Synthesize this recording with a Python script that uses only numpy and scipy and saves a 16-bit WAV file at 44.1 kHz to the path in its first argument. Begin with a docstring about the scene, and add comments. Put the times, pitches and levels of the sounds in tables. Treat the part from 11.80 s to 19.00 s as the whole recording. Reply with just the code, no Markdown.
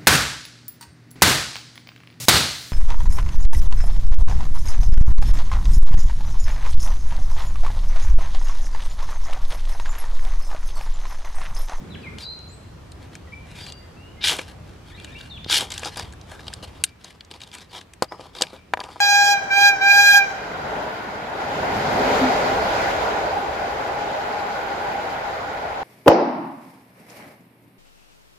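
"""A wood with far traffic rumble, leaf hiss and whistling birds; the background steps down at 0.4 and 5 s.
From 0.4 s on, fingers, tool and dry bark rustle and click close to the microphone: noise and short chatter
ring the tool and the bark. At 2.4 and 3.7 s a steel edge scrapes hard down a fire rod, throwing sparks:
uneven slips ring the same bodies and add bright fizz. Dull knocks on the bark join in from 2.5 s;
rustles, clicks and knocks go on to the end, with the hardest blows at 5.0, 6.2, 6.6 and 6.9 s."""
import sys
import numpy as np
from scipy import signal
from scipy.fft import rfft, irfft
from scipy.io import wavfile
from scipy.ndimage import uniform_filter1d

SR = 44100
rng = np.random.default_rng(int(sys.argv[2]) if len(sys.argv) > 2 else 0)


def attenuation_scalar(level_db):
    """Turn a level in dB into a linear amplitude multiplier (20 dB per decade)."""
    decades = np.asarray(level_db, float) / 20
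    return 10 ** decades


def store_pcm(level_fs):
    """Save levels as 16-bit WAV."""
    pcm = np.round(np.clip(level_fs, -1, 1) * 32767).astype(np.int16)
    wavfile.write(sys.argv[1], SR, np.atleast_2d(pcm).T)


N = 317652  # length in samples, 7.2 s

# far rumble, colour only: (frequency [Hz], relative level [dB per Hz])
RUMBLE_SPECTRUM = [(15, -35), (25, -18.5), (40, -6.5), (60, -3), (78, 2), (95, 0), (125, -13), (170, -21)]
# the background in three stages: (start [s], rumble level [dB], hiss level [dB],
# hiss colour as a list of (frequency [Hz], relative level [dB per Hz]))
BACKGROUND_STAGES = [(0, -44.5, -39.5, [(90, -11), (130, -4.5), (175, 2), (215, -2), (270, -9), (400, -8),
                     (570, -15.5), (1130, -18.5), (2000, -24), (3700, -30.5), (8800, -40), (16000, -51)]),
                     (0.386, -45, -46.5, [(76, -27), (130, -4.5), (1120, -17.5), (1930, -23.5), (2360, -25),
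                     (2890, -26), (5080, -31), (7750, -36.5), (14200, -45), (16000, -52.5)]),
                     (5.029, -55, -53, [(76, -40), (130, -6), (172, -4.5), (1460, -18.5), (2270, -20.5),
                     (2610, -21), (16000, -43)])]
# how alike left and right are in the background: (frequency [Hz], likeness [0 to 1])
LEFT_RIGHT_LIKENESS = [(60, 1), (180, 0.91), (550, 0.066), (1650, 0.36), (4970, 0.14), (15000, 0.063)]
# winding bird phrases, one curve each, before the leaves blur them: (time [s], pitch [Hz], rms level [dB])
BIRD_PHRASES = [
    [(.1, 4030, -48), (.115, 4000, -48), (.135, 3400, -50), (.146, 3410, -43), (.15, 3000, -37),
     (.158, 1690, -41.5), (.172, 1500, -58)],
    [(.415, 4700, -56), (.437, 4686, -36), (.449, 3740, -42), (.456, 4160, -37), (.464, 3890, -37),
     (.475, 4058, -39), (.521, 4154, -36), (.555, 4120, -43), (.57, 4270, -53)],
    [(3.495, 4670, -47), (3.511, 3720, -41), (3.541, 3490, -47), (3.562, 3410, -39), (3.57, 3310, -42),
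     (3.581, 2380, -45), (3.59, 2400, -60)],
]
# plain bird chirps, before the leaves blur them:
# (start [s], length [s], first pitch [Hz], last pitch [Hz], highest rms level [dB])
BIRD_CHIRPS = [(.215, .047, 4970, 3670, -58), (0.231, 0.042, 2700, 2120, -41),
               (0.266, 0.028, 2160, 2057, -39.5), (0.683, 0.071, 6600, 8350, -55),
               (1.473, 0.02, 1970, 1910, -49), (1.522, 0.022, 2250, 2400, -40),
               (1.802, 0.063, 4650, 4760, -45), (1.869, 0.054, 4655, 4660, -48),
               (1.86, .1, 2750, 2890, -54), (2.001, .06, 1990, 2090, -58), (2.16, .17, 2614, 2980, -55),
               (2.366, .05, 2050, 2150, -55.5), (3.062, .03, 3300, 3280, -58),
               (3.1, 0.026, 2610, 1690, -52), (3.12, .05, 1676, 2120, -53.5),
               (3.116, .025, 3420, 3400, -54.5), (3.139, 0.053, 3500, 4430, -53),
               (3.175, .06, 2700, 2780, -52), (3.177, .03, 2330, 2450, -46),
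               (3.276, 0.013, 2410, 2420, -42), (3.272, .02, 2750, 2760, -52),
               (3.293, .055, 1624, 1914, -54), (3.301, 0.016, 3350, 3480, -51),
               (3.325, 0.029, 3680, 3720, -49.5), (3.348, 0.013, 2310, 2350, -42.5),
               (3.353, .035, 2624, 2890, -42.5), (3.6, .06, 3530, 3540, -49), (5.069, .06, 2300, 2370, -61),
               (5.893, .04, 4900, 3500, -56), (6.282, .05, 4700, 5400, -52.5),
               (6.765, .035, 2500, 2280, -57.5)]
# ways the steel and plastic tool rings: (frequency [Hz], width [Hz], relative strength [dB])
TOOL_MODES = [(1538, 310, 3), (1817, 360, 0.5), (2375, 280, -1.5), (2850, 203, -0.5), (3280, 394, -1.5),
              (3856, 270, -1), (4210, 182, 0), (4680, 446, -1), (5260, 770, -7)]
# ways the hollow wood of the bark rings: (frequency [Hz], width [Hz], relative strength [dB])
BARK_MODES = [(136, 170, -2.5), (229, 89, 1), (338, 110, -0.5), (515.7, 47, 2), (629, 42, 0.5),
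              (784, 153, 2), (966, 77, 4.5), (1194, 91, 2)]
# colour of the bright spray of tiny impacts: (frequency [Hz], relative level [dB per Hz])
FIZZ_SPECTRUM = [(3200, -55), (5000, 5), (6200, 4.5), (7600, 5.5), (9300, 3), (10700, 0), (12500, -6),
                 (14200, -21.5), (16000, -52.5)]
# spells of handling:
# (start [s], length [s], peak level [dB], bark level against the tool [dB], pitch rubbed best [Hz])
RUSTLES = [(0.381, 0.071, -38, -10, 3900), (1.198, .085, -52, -4, 2400), (1.315, 0.067, -51.5, -4, 2670),
           (1.655, 0.14, -49, -13, 2200), (1.753, 0.13, -39.5, -10, 3100), (1.837, 0.087, -43.5, -5, 3300),
           (2.6, 0.065, -44, -6, 2800), (2.658, 0.078, -45.5, -4.5, 2850), (2.834, 0.14, -56.5, -12, 2540),
           (3.057, 0.071, -49.5, -3, 2850), (3.15, 0.24, -51.5, -13, 2710), (3.365, .12, -46.5, -17, 2980),
           (3.86, 0.059, -45.5, -2, 2950), (3.901, 0.099, -36.5, -10, 3330), (3.978, 0.06, -42, -6, 3100),
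           (4.019, 0.044, -37, -2, 2780), (4.056, .045, -33.5, -3, 3060), (4.113, 0.047, -43, -7, 2700),
           (4.157, 0.08, -33.5, -3, 3250), (4.228, 0.099, -52, -0.5, 2960), (4.47, 0.13, -44, -1.5, 1680),
           (4.585, 0.068, -59, 4, 2500), (4.63, 0.18, -49.5, 2.5, 3500), (4.825, 0.031, -38, -8.5, 3200),
           (4.869, 0.031, -49, -7, 3100), (4.895, 0.17, -53, -1, 2510), (5.047, 0.063, -50.5, -24, 3030),
           (5.197, 0.038, -54.5, -6, 3410), (5.238, 0.093, -46, -7, 3100), (5.341, .03, -56, 3, 3440),
           (5.505, 0.025, -43.5, -2, 3510), (5.532, 0.049, -49.5, 2.5, 3150),
           (5.599, 0.064, -44.5, -5, 3420), (5.659, 0.051, -52, -5, 3490), (5.72, 0.075, -42, -9, 2600),
           (5.774, 0.09, -49, -5, 3530), (5.887, 0.083, -51, -5, 3300), (5.931, 0.087, -40.5, -3, 3230),
           (6.309, 0.057, -51, 14.5, 1970), (6.37, 0.13, -49.5, 4, 3200), (6.532, 0.097, -39.5, -4, 3370),
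           (6.612, 0.12, -48, 1, 3700), (6.712, .08, -53, 0, 2560), (7.026, 0.056, -46.5, 5, 2200),
           (7.083, 0.049, -47.5, 7, 2525), (7.111, 0.048, -51.5, -13, 3340), (7.149, 0.057, -50.5, 5, 3330)]
# clicks: (time [s], peak of the tool's ring [dB], fizz rms over the first 10 ms against that peak [dB],
# pitch struck best [Hz], pitch of the fizz [Hz])
CLICKS = [(0.384, -26, -23, 3320, 7300), (.5894, -44, -15, 4170, 6020), (1.1185, -38, -14.5, 3830, 8100),
          (1.3527, -30, -14, 2330, 5830), (1.8647, -30.5, -18, 2580, 6780), (1.922, -26, -18, 4500, 6000),
          (2.414, -37, -28, 3060, 6540), (2.4295, -22, -25, 3260, 7000), (2.4714, -9, -28, 3280, 6790),
          (2.4811, -10, -21, 3300, 7600), (2.4943, -10.5, -22, 2700, 9260),
          (2.5024, -14, -18.5, 3380, 6890), (2.5294, -22, -15, 3260, 8840),
          (2.5663, -28.5, -12, 3730, 9250), (2.5868, -21, -21.5, 2930, 8400), (2.592, -15, -32, 2520, 6270),
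          (2.6157, -37, -20, 2610, 7500), (3.199, -31.5, -26, 3140, 7830), (3.245, -26, -19.5, 3000, 6900),
          (3.411, -29, -27, 3040, 6610), (3.644, -25, -45, 3440, 6000), (3.6895, -24, -34, 3360, 8160),
          (3.6987, -16, -23, 4050, 6790), (3.71, -15, -24, 3650, 8500), (3.7796, -11.5, -17, 4120, 9450),
          (3.8075, -14, -20, 3130, 8590), (3.9035, -28.5, -12.5, 3280, 7160),
          (3.92, -25.5, -9.5, 3370, 6750), (3.9394, -27, -13, 3460, 7250), (3.9783, -21, -15, 3360, 7000),
          (3.994, -40, 0, 3140, 6850), (4.0328, -20.5, -25.5, 1720, 7840), (4.048, -22.5, -17, 4800, 6080),
          (4.0564, -23, -15, 3500, 7100), (4.1589, -29, -20, 3230, 6600), (4.1714, -29.5, -9, 1640, 9600),
          (4.1954, -24.5, -13.5, 1540, 6600), (4.3246, -39.5, -12, 2730, 6500),
          (4.335, -36.5, -20, 1670, 8350), (4.4124, -38.5, -14.5, 5750, 6080),
          (4.593, -31, -43, 1620, 9050), (4.6678, -31, -23.5, 3640, 6010), (4.6805, -20, -29, 3760, 8700),
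          (4.7365, -22.5, -15, 5750, 8550), (4.729, -29, -33, 2270, 7000), (5.0384, -7.5, -10, 2960, 9040),
          (5.0415, -18, -20, 4000, 7010), (5.0442, -20, -17, 3500, 6310), (5.2441, -29.5, -14, 4500, 6100),
          (5.306, -37, -20, 2370, 8000), (5.4073, -26.5, -39, 3300, 7270), (5.448, -42.5, -13, 5300, 5970),
          (5.5121, -27, -21.5, 3600, 8400), (5.5383, -32, -22, 3130, 5960),
          (5.6038, -32.5, -23, 3320, 7340), (5.6161, -28.5, -21, 3500, 6690),
          (5.6347, -31, -22, 3660, 6200), (5.674, -40, -18, 3400, 6950), (5.7149, -34.5, -25, 3570, 6110),
          (5.7398, -32, -14, 2380, 7760), (5.7498, -28, -14.5, 2430, 7110), (5.7843, -32, -16, 2460, 7000),
          (5.9498, -29, -34, 3200, 9900), (5.9782, -34, -22, 3380, 7300), (6.012, -33.5, -20, 2840, 7250),
          (6.1353, -36.5, -12, 2380, 7600), (6.223, -12.5, -19, 4950, 7750), (6.2428, -26, -26, 5300, 7840),
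          (6.321, -29.5, -42, 1740, 6990), (6.4095, -34, -28, 4320, 6950), (6.6112, -14, -19, 4490, 6770),
          (6.6204, -4.5, -14.5, 4950, 5800), (6.6346, -19.5, -29, 2240, 6630),
          (6.6677, -29, -30, 2720, 7100), (6.9356, -9.5, -34.5, 1790, 7190), (6.9714, -23, -45, 1800, 6010),
          (7.002, -21.5, -27, 4460, 8060), (7.0106, -27, -36, 1720, 6250), (7.0375, -28, -21, 2750, 6270),
          (7.1954, -36, -20, 1990, 6340)]
# hard strokes, one curve each: (time [s], level [dB])
STROKE_CURVES = [
    [(2.408, -50), (2.416, -35.5), (2.434, -33), (2.441, -15), (2.459, -22), (2.495, -20.5), (2.524, -24),
     (2.545, -30.5), (2.58, -40.5), (2.62, -39.5)],
    [(3.66, -53.5), (3.685, -37.5), (3.7, -24.5), (3.72, -21.5), (3.726, -18.5), (3.755, -20.5),
     (3.772, -17.5), (3.79, -25.5), (3.82, -30), (3.865, -45)],
]
# one row a stroke: (pitch rubbed best at the start [Hz], time the tool comes down on the bark [s])
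STROKE_LANDINGS = [(3400, 2.506), (3700, 3.79)]
# dull knocks on the bark:
# (time [s], peak level [dB], pitch struck best [Hz], time the chatter takes to fall 60 dB [s])
KNOCKS = [(2.4945, -19.5, 1200, 0.035), (2.59, -17.5, 555, 0.039), (3.662, -25, 263, 0.025),
          (3.699, -20.5, 1200, 0.025), (3.735, -23.5, 1200, 0.024), (3.793, -24.5, 503, 0.048),
          (3.826, -21.5, 450, 0.036), (4.031, -22, 706, 0.013), (4.057, -22.5, 860, 0.02),
          (4.169, -25, 600, 0.02), (4.195, -22, 850, 0.023), (4.83, -32, 479, 0.07),
          (5.514, -34, 324, 0.02), (5.247, -35.5, 960, 0.07), (5.755, -37, 960, 0.19),
          (5.948, -33, 985, 0.15), (6.222, -3.5, 634, 0.062), (6.3208, -21, 870, 0.021),
          (6.395, -26.5, 520, 0.028), (6.409, -31, 515, 0.017), (6.456, -34.5, 795, 0.06),
          (6.566, -36, 985, 0.088), (6.609, -16.5, 785, 0.023), (6.619, -14.5, 500, 0.086),
          (6.731, -27, 436, 0.18), (6.9358, -5.5, 1010, 0.017), (6.9724, -20.5, 980, 0.026),
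          (6.992, -20.5, 980, 0.026), (7.0069, -24, 900, 0.025), (7.012, -23, 1010, 0.048),
          (7.067, -32, 961, 0.02), (7.088, -29, 918, 0.02), (7.102, -33, 966, 0.026),
          (7.159, -29, 953, 0.02), (7.165, -29, 920, 0.015)]


def read(points, hz):
    """Reads a spectrum joined by straight lines over log frequency."""
    f, value = np.transpose(points)
    return np.interp(np.log(hz + 1), np.log(f + 1), value)


def evened(x):
    """Scales a sound to rms 1."""
    return x / np.sqrt(np.mean(x ** 2) + 1e-20)


def add(mix, s, sound):
    """Mixes a sound in from second s, cut where the mix ends."""
    part = mix[..., round(s * SR):][..., :sound.shape[-1]]
    part += sound[..., :part.shape[-1]]


def panned(sound, left_over_right_db):
    """Makes one side louder by splitting the level difference between left and right."""
    return sound * attenuation_scalar(np.array([[0.5], [-0.5]]) * left_over_right_db)


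def tail(t60, start):
    """Scattered echoes, different in each channel, that fall 60 dB in t60 s; the left has energy 1."""
    t = np.arange(round(t60 * SR)) / SR
    taps = rng.standard_normal((2, len(t))) * attenuation_scalar(-60 * t / t60) * (t > start)
    return taps / np.linalg.norm(taps[0])


def air():
    """Far traffic rumble and leaf hiss: random short-time spectra with drifting louder and softer patches."""
    hz, out = np.fft.rfftfreq(4096, 1 / SR), np.zeros((2, N))
    a, b, c, d, patches = rng.standard_normal((N // 1024 + 5, 2049, 5)).T
    patches = uniform_filter1d(patches, 30, 0)  # smooth over frequency
    patches = evened(uniform_filter1d(patches, 5, 1))  # then over time
    same = np.clip(read(LEFT_RIGHT_LIKENESS, hz), -1, 1)[:, None]
    left = a + 1j * b
    right = same * left + np.sqrt(1 - same ** 2) * (c + 1j * d)
    spectra = np.array([left, right]) * attenuation_scalar(1.1 * patches)

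    def coloured(shape):
        """Noise with the given spectrum, at rms 1."""
        shaped = spectra * attenuation_scalar(read(shape, hz))[:, None]
        return evened(signal.istft(shaped, nperseg=4096, noverlap=3072)[1][:, :N])

    rumble = coloured(RUMBLE_SPECTRUM + [(400, -100)])
    for start, rumble_db, hiss_db, hiss_shape in BACKGROUND_STAGES:
        hiss = coloured([(60, -100)] + hiss_shape)
        stage = attenuation_scalar(rumble_db) * rumble + attenuation_scalar(hiss_db) * hiss
        first = round(start * SR)
        out[:, first:] = stage[:, first:]  # each stage takes over from the one before
    return out


def chirp(start, length, first_hz, last_hz, db):
    """A chirp glides from one pitch to another under one swell."""
    # (share of the length, share of the glide, level against the peak [dB])
    shape = [(0, 0, -1.5), (0.35, 0.45, 0), (1, 1, -5)]
    return [(start + share * length, first_hz + glide * (last_hz - first_hz), db + down_db)
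            for share, glide, down_db in shape]


def birds():
    """Fluttering near-sine whistles, blurred by leaves and thrown back for a long while by the trunks."""
    flutter_db, warble, flutter_s = 3, 0.003, 0.008  # random waver of level and pitch (share), new every 8 ms
    trunks_db = -3
    direct, to_trunks = np.zeros((2, N))
    knots = np.arange(0, N / SR + 1, flutter_s)
    swell, waver = rng.standard_normal((len(knots), 2)).T
    for rows in BIRD_PHRASES + [chirp(*row) for row in BIRD_CHIRPS]:
        s, hz, db = np.transpose(rows)
        t = np.arange(s[0], s[-1], 1 / SR)
        pitch = np.interp(t, s, hz) * (1 + warble * np.interp(t, knots, waver))
        turns = 2 * np.pi * np.cumsum(pitch) / SR
        tone = np.sin(turns) + attenuation_scalar(-46.0) * np.sin(2 * turns)
        tone = tone * signal.windows.tukey(len(t), 0.15)  # soft ends
        tone = tone * attenuation_scalar(flutter_db * np.interp(t, knots, swell))
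        whistle = np.sqrt(2) * attenuation_scalar(np.interp(t, s, db)) * tone  # root 2 turns rms into peak
        add(direct, s[0], whistle)
        add(to_trunks, s[0], attenuation_scalar(trunks_db) * whistle)
    leaves = signal.fftconvolve(direct[None], tail(0.16, 0.00085), axes=1)[:, :N]
    out = panned(attenuation_scalar(-1.0) * direct + attenuation_scalar(-4.5) * leaves, 3.5)
    trunks = tail(0.75, 0.022)
    bounds = [round(stage[0] * SR) for stage in BACKGROUND_STAGES] + [N]
    for first, last in zip(bounds, bounds[1:]):  # echoes end with each background stage
        echoes = signal.fftconvolve(to_trunks[None, first:last], trunks, axes=1)
        out[:, first:last] += echoes[:, :last - first]
    return out


def ring(x, modes, struck_hz, fall_db, sign=-1, held_db=None):
    """Resonances, each weaker by fall_db an octave away from the struck pitch; a grip may damp each its own way."""
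    out = np.zeros(x.shape)
    for k, (hz, width, db) in enumerate(modes):
        r = np.exp(-np.pi * width / SR)
        mode = (1 - r) * signal.lfilter([1, 0, -1], [1, -2 * r * np.cos(2 * np.pi * hz / SR), r * r], x)
        grip_db = 0 if held_db is None else held_db[k]
        away_db = fall_db * abs(np.log2(hz / struck_hz))
        out += sign ** k * attenuation_scalar(db + grip_db - away_db) * mode  # sign sets how neighbouring modes add up
    return out


def fizzed(x, struck_hz, fall_db):
    """Keeps the bright spray of tiny impacts, weaker by fall_db an octave away from the struck pitch."""
    hz = np.fft.rfftfreq(x.shape[-1], 1 / SR) + 1
    level_db = read(FIZZ_SPECTRUM, hz) - fall_db * abs(np.log2(hz / struck_hz))
    return irfft(rfft(x) * attenuation_scalar(level_db), x.shape[-1])


def grip(spread_db, count):
    """A slow random change of level in dB for each mode, new about every 60 ms."""
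    knots = spread_db * rng.standard_normal((count, N // 2600 + 2))
    return [np.interp(np.arange(N) / 2600, np.arange(len(k)), k) for k in knots]


def friction(tables, slips_per_s, spread_db, hiss, fall_db, grip_db, clump_db):
    """Uneven slips in clumps, with a hiss, ring the tool and the bark and spray fizz."""
    sizes = attenuation_scalar(spread_db * np.minimum(rng.exponential(1, N), 4)) * rng.choice([-1., 1.], N)
    slips = evened(sizes * (rng.random(N) < slips_per_s / SR))
    knots = np.arange(0, N / SR + 1, 0.006)  # clumps change every 6 ms
    clumps = np.interp(np.arange(N) / SR, knots, rng.standard_normal(len(knots)))
    drive = (slips + hiss * rng.standard_normal(N)) * attenuation_scalar(clump_db * clumps)
    level, struck_hz = np.zeros((3, N)), np.full(N, 3300.)
    for rows in tables:  # (time [s], level [dB], bark and fizz against it [dB], pitch rubbed best [Hz])
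        s, db, dull_db, fizz_db, hz = np.transpose(rows)
        t = np.arange(s[0], s[-1], 1 / SR)[:N - round(s[0] * SR)]
        curves = [np.interp(t, s, curve) for curve in (db, db + dull_db, db + fizz_db)]
        add(level, s[0], attenuation_scalar(curves))
        struck_hz[round(s[0] * SR):][:len(t)] = np.interp(t, s, hz)
    held = grip(grip_db, len(TOOL_MODES))
    power = 0
    for (hz, width, db), held_db in zip(TOOL_MODES, held):
        power = power + width * attenuation_scalar(2 * (db + held_db - fall_db * abs(np.log2(hz / struck_hz))))
    # moving the contact keeps the loudness
    tool = ring(drive, TOOL_MODES, struck_hz, fall_db, held_db=held) / np.sqrt(power)
    bark = ring(drive, BARK_MODES, 700, 1.5)
    fizz = fizzed(drive, 8000, 0)
    layers = np.array([evened(tool), evened(bark), evened(fizz)])
    return (uniform_filter1d(level, 90, axis=1) * layers).sum(0)  # levels smoothed over 2 ms


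def rustle(start, length, db, dull_db, hz):
    """A spell of handling swells to its peak, sags while held, dies away and trails off."""
    # (share of the length, level against the peak [dB])
    shape = [(0, -12), (0.31, 0), (0.67, -3.5), (1, -12.5), (1.28, -24.5)]
    fizz_db = -10.5  # against the level of the moment
    return [(start + share * length, db + down_db, dull_db, fizz_db, hz) for share, down_db in shape]


def rustles():
    """Fingers, tool and bark rub under a loose grip, so slips are sparse and clumpy with plenty of hiss."""
    return friction([rustle(*row) for row in RUSTLES], slips_per_s=1300, spread_db=4.3, hiss=0.96,
                    fall_db=7.0, grip_db=3.0, clump_db=3.0)


def clicks():
    """Each contact chatters for a few ms; the tool's modes nearest the struck pitch ring most."""
    out, t = np.zeros(N), np.arange(4096) / SR
    chatter = rng.standard_normal((len(CLICKS), 2, 4096))
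    dying = attenuation_scalar(-60 * t / 0.012)  # falls 60 dB in 12 ms
    dying = dying * np.minimum(t / 0.0013 + 0.32, 1)  # the edge bites within a ms
    first_hit = 1.96 * (t == 0)
    for (s, db, fizz_db, hz, fizz_hz), (a, b) in zip(CLICKS, chatter):
        tick = ring(a * dying + first_hit, TOOL_MODES, hz, 13.2)
        spray = fizzed(b, fizz_hz, 16.0) * dying
        spray = spray / np.sqrt(np.mean(spray[:440] ** 2))
        add(out, s, attenuation_scalar(db) * (tick / abs(tick).max() + attenuation_scalar(fizz_db) * spray))
    return out


def stroke(rows, start_hz, landing):
    """A stroke sparks once running, sinks in pitch along the rod and turns dull as the tool meets the bark."""
    raised_dull_db, landed_dull_db, landing_s = -20, -3.5, 0.0059  # bark against the level; pace of the change
    s = np.arange(rows[0][0], rows[-1][0], 0.002)
    db = np.interp(s, *np.transpose(rows))
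    landed = 1 / (1 + np.exp((landing - s) / landing_s))
    dull_db = raised_dull_db + (landed_dull_db - raised_dull_db) * landed
    fizz_db = np.interp(s - s[0], [0, 0.053], [-34, -8])  # from the first bite to the running edge
    hz = start_hz - 3000 * (s - s[0])  # sinks by 3000 Hz a second
    return np.transpose([s, db, dull_db, fizz_db, hz])


def strokes():
    """The steel edge scrapes the rod under a firm grip, so slips come thick and fairly even."""
    tables = [stroke(rows, *landing) for rows, landing in zip(STROKE_CURVES, STROKE_LANDINGS)]
    return friction(tables, slips_per_s=5000, spread_db=3.0, hiss=0.35,
                    fall_db=10.8, grip_db=1.2, clump_db=1.5)


def knocks():
    """A soft push of under a millisecond starts all the bark's modes in step; some chatter follows."""
    out, t = np.zeros(N), np.arange(8192) / SR
    chatter = rng.standard_normal((len(KNOCKS), 8192))
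    push = np.exp(-((t - 0.0009) / 0.00019) ** 2)
    for (s, db, hz, t60), a in zip(KNOCKS, chatter):
        dying = (t > 0.001) * attenuation_scalar(-60 * t / max(t60, 0.004))
        knock = ring(push + 0.5 * a * dying, BARK_MODES, hz, 15.7, sign=0.81)  # higher modes weaker
        add(out, s, attenuation_scalar(db) * knock / abs(knock).max())
    return out


def scene():
    """Hands close and a little left, with short echoes off body and ground that scatter treble most."""
    near = rustles() + clicks() + strokes() + knocks()
    treble = signal.sosfilt(signal.butter(2, 8000, "high", fs=SR, output="sos"), near)
    bright = near + 2.5 * treble
    echoes = signal.fftconvolve(bright[None], tail(0.037, 0.0003), axes=1)[:, :N]
    return air() + birds() + panned(near, 2) + attenuation_scalar(-12) * echoes


def top_cut(x):
    """Nothing passes above the cut-off."""
    return signal.sosfilt(signal.butter(12, 16650, fs=SR, output="sos"), x)


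def record(dry):
    """The microphone dulls the very top, and peaks beyond full scale are clipped."""
    dulled = signal.sosfilt(signal.butter(6, 15300, fs=SR, output="sos"), dry)
    mix = np.clip(dulled, -1, 1)
    return top_cut(mix)


dry = scene()
out = record(dry)
store_pcm(out)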